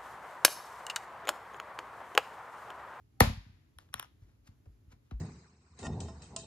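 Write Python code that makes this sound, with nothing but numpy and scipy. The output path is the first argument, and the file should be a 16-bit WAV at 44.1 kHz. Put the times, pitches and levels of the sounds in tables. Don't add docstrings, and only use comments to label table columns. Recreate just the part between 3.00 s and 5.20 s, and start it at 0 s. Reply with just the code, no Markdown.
import sys
import numpy as np
from scipy import signal
from scipy.fft import rfft, irfft, next_fast_len
from scipy.io import wavfile
from scipy.ndimage import uniform_filter1d

SR = 44100
rng = np.random.default_rng(int(sys.argv[2]) if len(sys.argv) > 2 else 0)


def natural_amplitude(level_db):
    exponent = np.asarray(level_db, float) / 20
    return 10 ** exponent


def int16_out(signal):
    q = np.round(np.clip(np.atleast_2d(signal).T, -1, 1) * 32767)
    wavfile.write(sys.argv[1], SR, q.astype(np.int16))


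N = 97020
M = next_fast_len(N + SR // 4)
F = np.arange(M // 2 + 1) * SR / M + 1e-9
T = np.arange(N) / SR
SLAP_S = 0.2052
NOTCH_HZ = 8490


def curve(points):
    p = np.array(points, float)
    return np.interp(np.log(F), np.log(np.maximum(p[:, 0], 1)), p[:, 1])


def shape(x, response):
    return irfft(rfft(x, M) * response, M)[..., :N]


def above(hz):
    return (1j * F / (1j * F + hz)) ** 2


def delay(seconds):
    return np.exp(-2j * np.pi * F * seconds)


def decay(t, t60):
    return np.exp(-np.log(1000) * t / t60)


def unit(x):
    return x / np.sqrt(np.mean(x ** 2))


def bump(at, rise, fall):
    return np.exp(np.where(T < at, (T - at) / rise, (at - T) / fall))


def walk(rate):
    k = int(SR / rate)
    return unit(uniform_filter1d(uniform_filter1d(rng.standard_normal(N), k), k))


def ring(tones_hz, modes, at, scatter_db, count):
    out = np.zeros(N + count)
    start = int(at * SR)
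    luck = rng.standard_normal(len(modes))
    t = np.maximum((np.arange(count) + start) / SR - at, 0)
    for hz, (db, t60), a in zip(tones_hz, modes, luck):
        out[start:start + count] += natural_amplitude(db + scatter_db * a) * decay(t, t60) * np.sin(2 * np.pi * hz * t)
    return out[:N]


# f/Hz, level/dB
HUM_TONE = [(25, -13.5), (50, 1), (115, 0), (165, -14), (300, -14), (450, -28.5), (4000, -42), (14000, -45)]
# f/Hz, level/dB
DRONES = [(120, -80.5), (417, -89)]
HUM_DB = -64.5


def hum():
    noise = shape(rng.standard_normal((2, N)), natural_amplitude(curve(HUM_TONE)))
    low = 1 / (1 + (F / 400) ** 2)
    rumble = shape(noise[0], low) * natural_amplitude(0.83 * walk(6.3))
    hiss = shape(noise[0], 1 - low) * natural_amplitude(0.84 * walk(11))
    side = shape(noise[1], np.clip(F / 500, 0.1, 1))
    drones = sum(natural_amplitude(db + 2 * walk(6)) * np.sin(2 * np.pi * hz * T + 1.7 * walk(3.6)) for hz, db in DRONES)
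    return natural_amplitude(HUM_DB) * unit(rumble + hiss + side * np.array([[1], [-1]])) + drones


# f/Hz, t60/s, late level/dB
ROOM_BANDS = [(245, 0.16, -2.5), (520, 0.2, -14), (1000, 0.25, -7), (2000, 0.26, 0.53), (4170, 0.33, 1),
              (7987, 0.25, -9), (14000, 0.21, -12)]
# f/Hz, level/dB
ROOM_TINT = [(200, -1.5), (500, -0.5), (1000, -1), (1800, -3), (2500, 0.6), (3400, -3), (5000, -4),
             (12000, -7.5)]
ROOM_DB, LATE_DB, LATE_T60_S, ROOM_GAP_S = -10, -36, 1, 0.0019


def room():
    out = 0
    for hz, t60, late_db in ROOM_BANDS:
        band = shape(rng.standard_normal((2, N)), np.exp(-(np.log2(F / hz) / 0.62) ** 2))
        late = natural_amplitude(LATE_DB + late_db - ROOM_DB) * decay(T, LATE_T60_S)
        out = out + band * (decay(T, t60) + late)
    out = out * np.clip(T / ROOM_GAP_S - 1, 0, 1)
    return natural_amplitude(ROOM_DB + curve(ROOM_TINT)) * rfft(out / np.sqrt(np.sum(out ** 2) / 2), M)


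# t/s, level/dB, rise/s, fall/s, tilt/(dB per
PATS = [(.795, -64, .004, 0.035, -0.5), (0.899, -80.5, 0.08, 0.017, -4), (1.23, -74, .02, 0.026, -0.5),
        (1.29, -74.5, 0.026, 0.041, -1), (1.476, -60.5, 0.012, 0.0077, 1.4), (1.515, -76, 0.022, 0.022, -3),
        (1.657, -66, .002, .004, -0.6), (1.659, -62, 0.0019, 0.009, -9),
        (1.927, -61.5, 0.0136, 0.009, -0.4), (2.06, -80, 0.031, 0.034, 0),
        (2.1105, -41, 0.0006, 0.002, -4.5), (2.116, -59, .005, 0.017, -4.5), (2.2, -57, 0.0026, .004, -6)]
# f/Hz, level/dB
PAT_TONE = [(160, -16), (450, -4.5), (1970, -9), (3580, -13), (6410, -15), (13800, -26.5), (16000, -46)]


def pats():
    out = 0
    octaves = np.log2(np.maximum(F, 500) / 2000)
    for at, db, rise, fall, tilt_db in PATS:
        grit = rng.standard_normal(N) * natural_amplitude(2.3 * walk(600))
        brush = unit(shape(grit, natural_amplitude(curve(PAT_TONE) + tilt_db * octaves)))
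        out = out + natural_amplitude(db) * bump(at, rise, fall) * brush
    return out


# f/Hz, level/dB
PEEL_TONE = [(400, 6), (1300, 18), (3300, 8.5), (4600, -13), (5500, 13), (7000, -1), (10600, -7),
             (15000, -12)]
PEEL_FROM_S, PEEL_TO_S, PEEL_RISE_S, PEEL_FADE_S = 0.925, 1.039, 0.0094, 0.013
PEEL_DB, GRAINS_PER_S = -57, 6000


def crackle():
    chance, size = rng.random((2, N))
    grains = (chance < GRAINS_PER_S / SR) * natural_amplitude(-1.5 * np.log(size + 1e-9)) * rng.standard_normal(N)
    rise = np.clip((T - PEEL_FROM_S) / PEEL_RISE_S, 0, 1)
    fade = np.exp(-np.maximum(T - PEEL_TO_S, 0) / PEEL_FADE_S)
    return natural_amplitude(PEEL_DB) * rise * fade * unit(shape(grains, natural_amplitude(curve(PEEL_TONE))))


# t/s, level/dB, treble level/dB, pitch ratio
TICKS = [(.786, -41, -5, 1.03), (0.889, -61, -26, .95), (.915, -75, -26, 0.84), (.933, -50, -26, 0.87),
         (0.9406, -26.5, 0, 1.055), (0.958, -48, -14.5, 0.68), (.964, -56, -12, 0.99),
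         (0.9965, -31, 3.5, 0.987), (1.027, -37.5, -12, .97), (1.045, -46, -16, 0.84),
         (1.057, -55, -21, 0.42)]
TICK_LOW_HZ = [1100, 1420, 2400, 3650, 5300, 1750, 3150, 6100]
# level/dB, t60/s
TICK_LOW = [(-9.5, 0.022), (-2.5, 0.011), (-14, 0.0061), (-4, 0.0089), (-8, 0.0058), (-5, 0.013),
            (0.7, 0.0066), (-11.5, 0.0039)]
TICK_HIGH_HZ = [7300, 10500, 13500, 9400, 14800]
# level/dB, t60/s
TICK_HIGH = [(-6, 0.0038), (6.5, 0.0029), (-8.5, 0.005), (-5, 0.0039), (-12.5, 0.0036)]
DULL_HZ, TICK_CUT_HZ = 2000, 610


def ticks():
    out = 0
    for at, db, treble_db, ratio in TICKS:
        modes = [(g + 0.3 * treble_db * (hz > DULL_HZ), t60) for hz, (g, t60) in zip(TICK_LOW_HZ, TICK_LOW)]
        bubbles = ring(np.multiply(TICK_LOW_HZ, ratio), modes, at, 1.0, count=900)
        skin = ring(TICK_HIGH_HZ, TICK_HIGH, at, 3.7, count=900)
        out = out + natural_amplitude(db) * (bubbles + natural_amplitude(treble_db) * skin)
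    return shape(out, above(TICK_CUT_HZ))


# f/Hz, level/dB
SNAP_TONE = [(300, 8), (1300, 18), (2400, 12.5), (3400, 19.5), (6000, 2), (10500, 16.5), (15000, 9)]


def snaps():
    return sum(natural_amplitude(db) * delay(at) for at, db, *_ in TICKS) * natural_amplitude(curve(SNAP_TONE))


# t/s, level/dB, contact/s
PUSHES = [(.206, -18.5, 0.002), (0.263, -25, 0.0046), (0.291, -30, .004), (.365, -37.5, 0.0054),
          (0.419, -51, .012), (0.457, -50, 0.0039), (0.489, -52, 0.0049), (0.529, -53, .006),
          (.755, -47, 0.012), (0.942, -53, 0.00185), (1.211, -46, 0.008), (1.385, -54, 0.014),
          (1.481, -50.5, 0.0038), (1.66, -44, 0.008), (1.869, -51.5, 0.0061), (1.924, -56, 0.0035),
          (2.112, -42, 0.003)]
TABLE_HZ = [51, 58, 86, 96, 112, 128, 160, 190, 217, 255, 340]
# level/dB, t60/s
TABLE_MODES = [(-11, 0.39), (-3, 0.17), (-9.5, 0.34), (0.5, 0.17), (4, 0.077), (-3, 0.22), (0, 0.096),
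               (-3, .1), (0.5, 0.17), (-2.5, 0.13), (-20.5, 0.15)]
# t/s, level/dB, contact/s
LEANS = [
    (1.213, -44, .014),
    (1.664, -39, .014),
    (2.116, -21, .014),
]
LEGS_HZ = [55, 61, 75]
# level/dB, t60/s
LEGS_MODES = [(-1.5, .38), (-5, .25), (-9, .1)]


def pushed(pushes, tones_hz, modes):
    force = sum(natural_amplitude(db) * np.sin(np.pi * np.clip((T - at) / contact, 0, 1)) / (contact * SR)
                for at, db, contact in pushes)
    return shape(force, rfft(ring(tones_hz, modes, 0, 0, count=20000), M))


def table():
    return pushed(PUSHES, TABLE_HZ, TABLE_MODES) + pushed(LEANS, LEGS_HZ, LEGS_MODES)


# f/Hz, level/dB
CLAP_TONE = [(200, 0), (600, 3), (2000, -3), (4000, -8), (7000, -10), (11000, -8.5), (15000, -12.5)]
CLAP_DB = 24


def clap():
    return natural_amplitude(CLAP_DB + curve(CLAP_TONE)) * delay(SLAP_S)


PALM_HZ = [507, 800, 1235, 1810, 2500, 3500, 4400, 6030, 10650, 2800, 5630, 11540, 12560, 14060]
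# level/dB, t60/s
PALM_MODES = [(0, 0.02), (1.5, 0.016), (-10.5, 0.024), (-4.5, 0.023), (-13.5, 0.0052), (-12.5, 0.01),
              (-13.5, 0.018), (-15, 0.009), (-4, 0.01), (-16.5, 0.011), (-17, 0.0072), (-9, .007),
              (-20, 0.0072), (-7, .004)]
# t/s after the palm, level/dB
FINGERS = [
    (-.0013, -10),
    (-.0004, -9.5),
    (.0003, -3),
    (.0011, -6),
    (.0022, -12),
]
SLAP_DB, CRACK_DB, CRACK_RISE_S, CRACK_FALL_S = -5.5, -13.5, 0.0011, 0.0016
PALM_CUT_HZ = 370


def slap():
    fingers = sum(natural_amplitude(db) * ring(PALM_HZ[4:], PALM_MODES[4:], SLAP_S + s, 4.0, count=1500)
                  for s, db in FINGERS)
    pocket = shape(ring(PALM_HZ[:4], PALM_MODES[:4], SLAP_S, 0, count=3000), above(PALM_CUT_HZ))
    air = rng.standard_normal(N) * bump(SLAP_S, CRACK_RISE_S, CRACK_FALL_S)
    crack = shape(air, F / (F + 3000))
    return natural_amplitude(CRACK_DB) * crack + natural_amplitude(SLAP_DB) * (pocket + fingers)


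LAG_S, LAG_POWER = 0.0023, 0.72


def bass_lag():
    khz = np.maximum(F, 30) / 1000
    lag = LAG_S * (khz ** -LAG_POWER - 10 ** -LAG_POWER)
    return np.exp(-2j * np.pi * np.cumsum(lag) * SR / M)


# f/Hz, level/dB
PORT_DB = [(60, 1.16), (110, 0.5), (200, 0.5), (380, -0.5), (700, 7.5), (1290, 6), (2380, 2), (4400, 1),
           (8120, -0.5), (15000, 1)]
# f/Hz, phase/rad
PORT_RAD = [(60, 0.088), (250, .5), (780, 2.2), (1290, 1.2), (3100, 2.1), (4300, 0.95), (7240, 2.7),
            (14000, 1.1)]


def two_ports():
    port = natural_amplitude(curve(PORT_DB) / 2) * np.exp(0.5j * curve(PORT_RAD))
    return np.array([port, 1 / port])


DIFFUSE_NOTCH_DB, DIFFUSE_NOTCH_WIDTH_HZ, DIFFUSE_TOP_HZ = -26, 620, 15200


def surround(diffuse):
    common = diffuse.mean(axis=0)
    notch = natural_amplitude(DIFFUSE_NOTCH_DB * np.exp(-((F - NOTCH_HZ) / DIFFUSE_NOTCH_WIDTH_HZ) ** 4))
    return diffuse - common + shape(common, notch / (1 + (F / DIFFUSE_TOP_HZ) ** 40))


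def scene():
    lifting = crackle()
    soft = pats()
    late, ports = bass_lag(), two_ports()
    walls = snaps() + rfft(lifting, M) + rfft(soft, M) + clap()
    echoes = irfft(walls * late * room() * abs(ports), M)[:, :N]
    direct = ticks() + lifting + soft + slap() + table()
    return shape(direct, late * ports) + surround(echoes + hum())


def top_cut(x):
    return signal.sosfilt(signal.butter(12, 16840, fs=SR, output="sos"), x)


NOTCH_WIDTH_HZ, NOTCH_DB = 760, -4
BASS_CUT_HZ, TOP_HZ = 44, 14800


def record(dry):
    notch = natural_amplitude(NOTCH_DB * np.exp(-((F - NOTCH_HZ) / NOTCH_WIDTH_HZ) ** 2))
    ends = 1 / (1 + (BASS_CUT_HZ / F) ** 6) / (1 + (F / TOP_HZ) ** 16)
    mix = shape(dry, notch * ends)
    return top_cut(mix)


dry = scene()
out = record(dry)
int16_out(out)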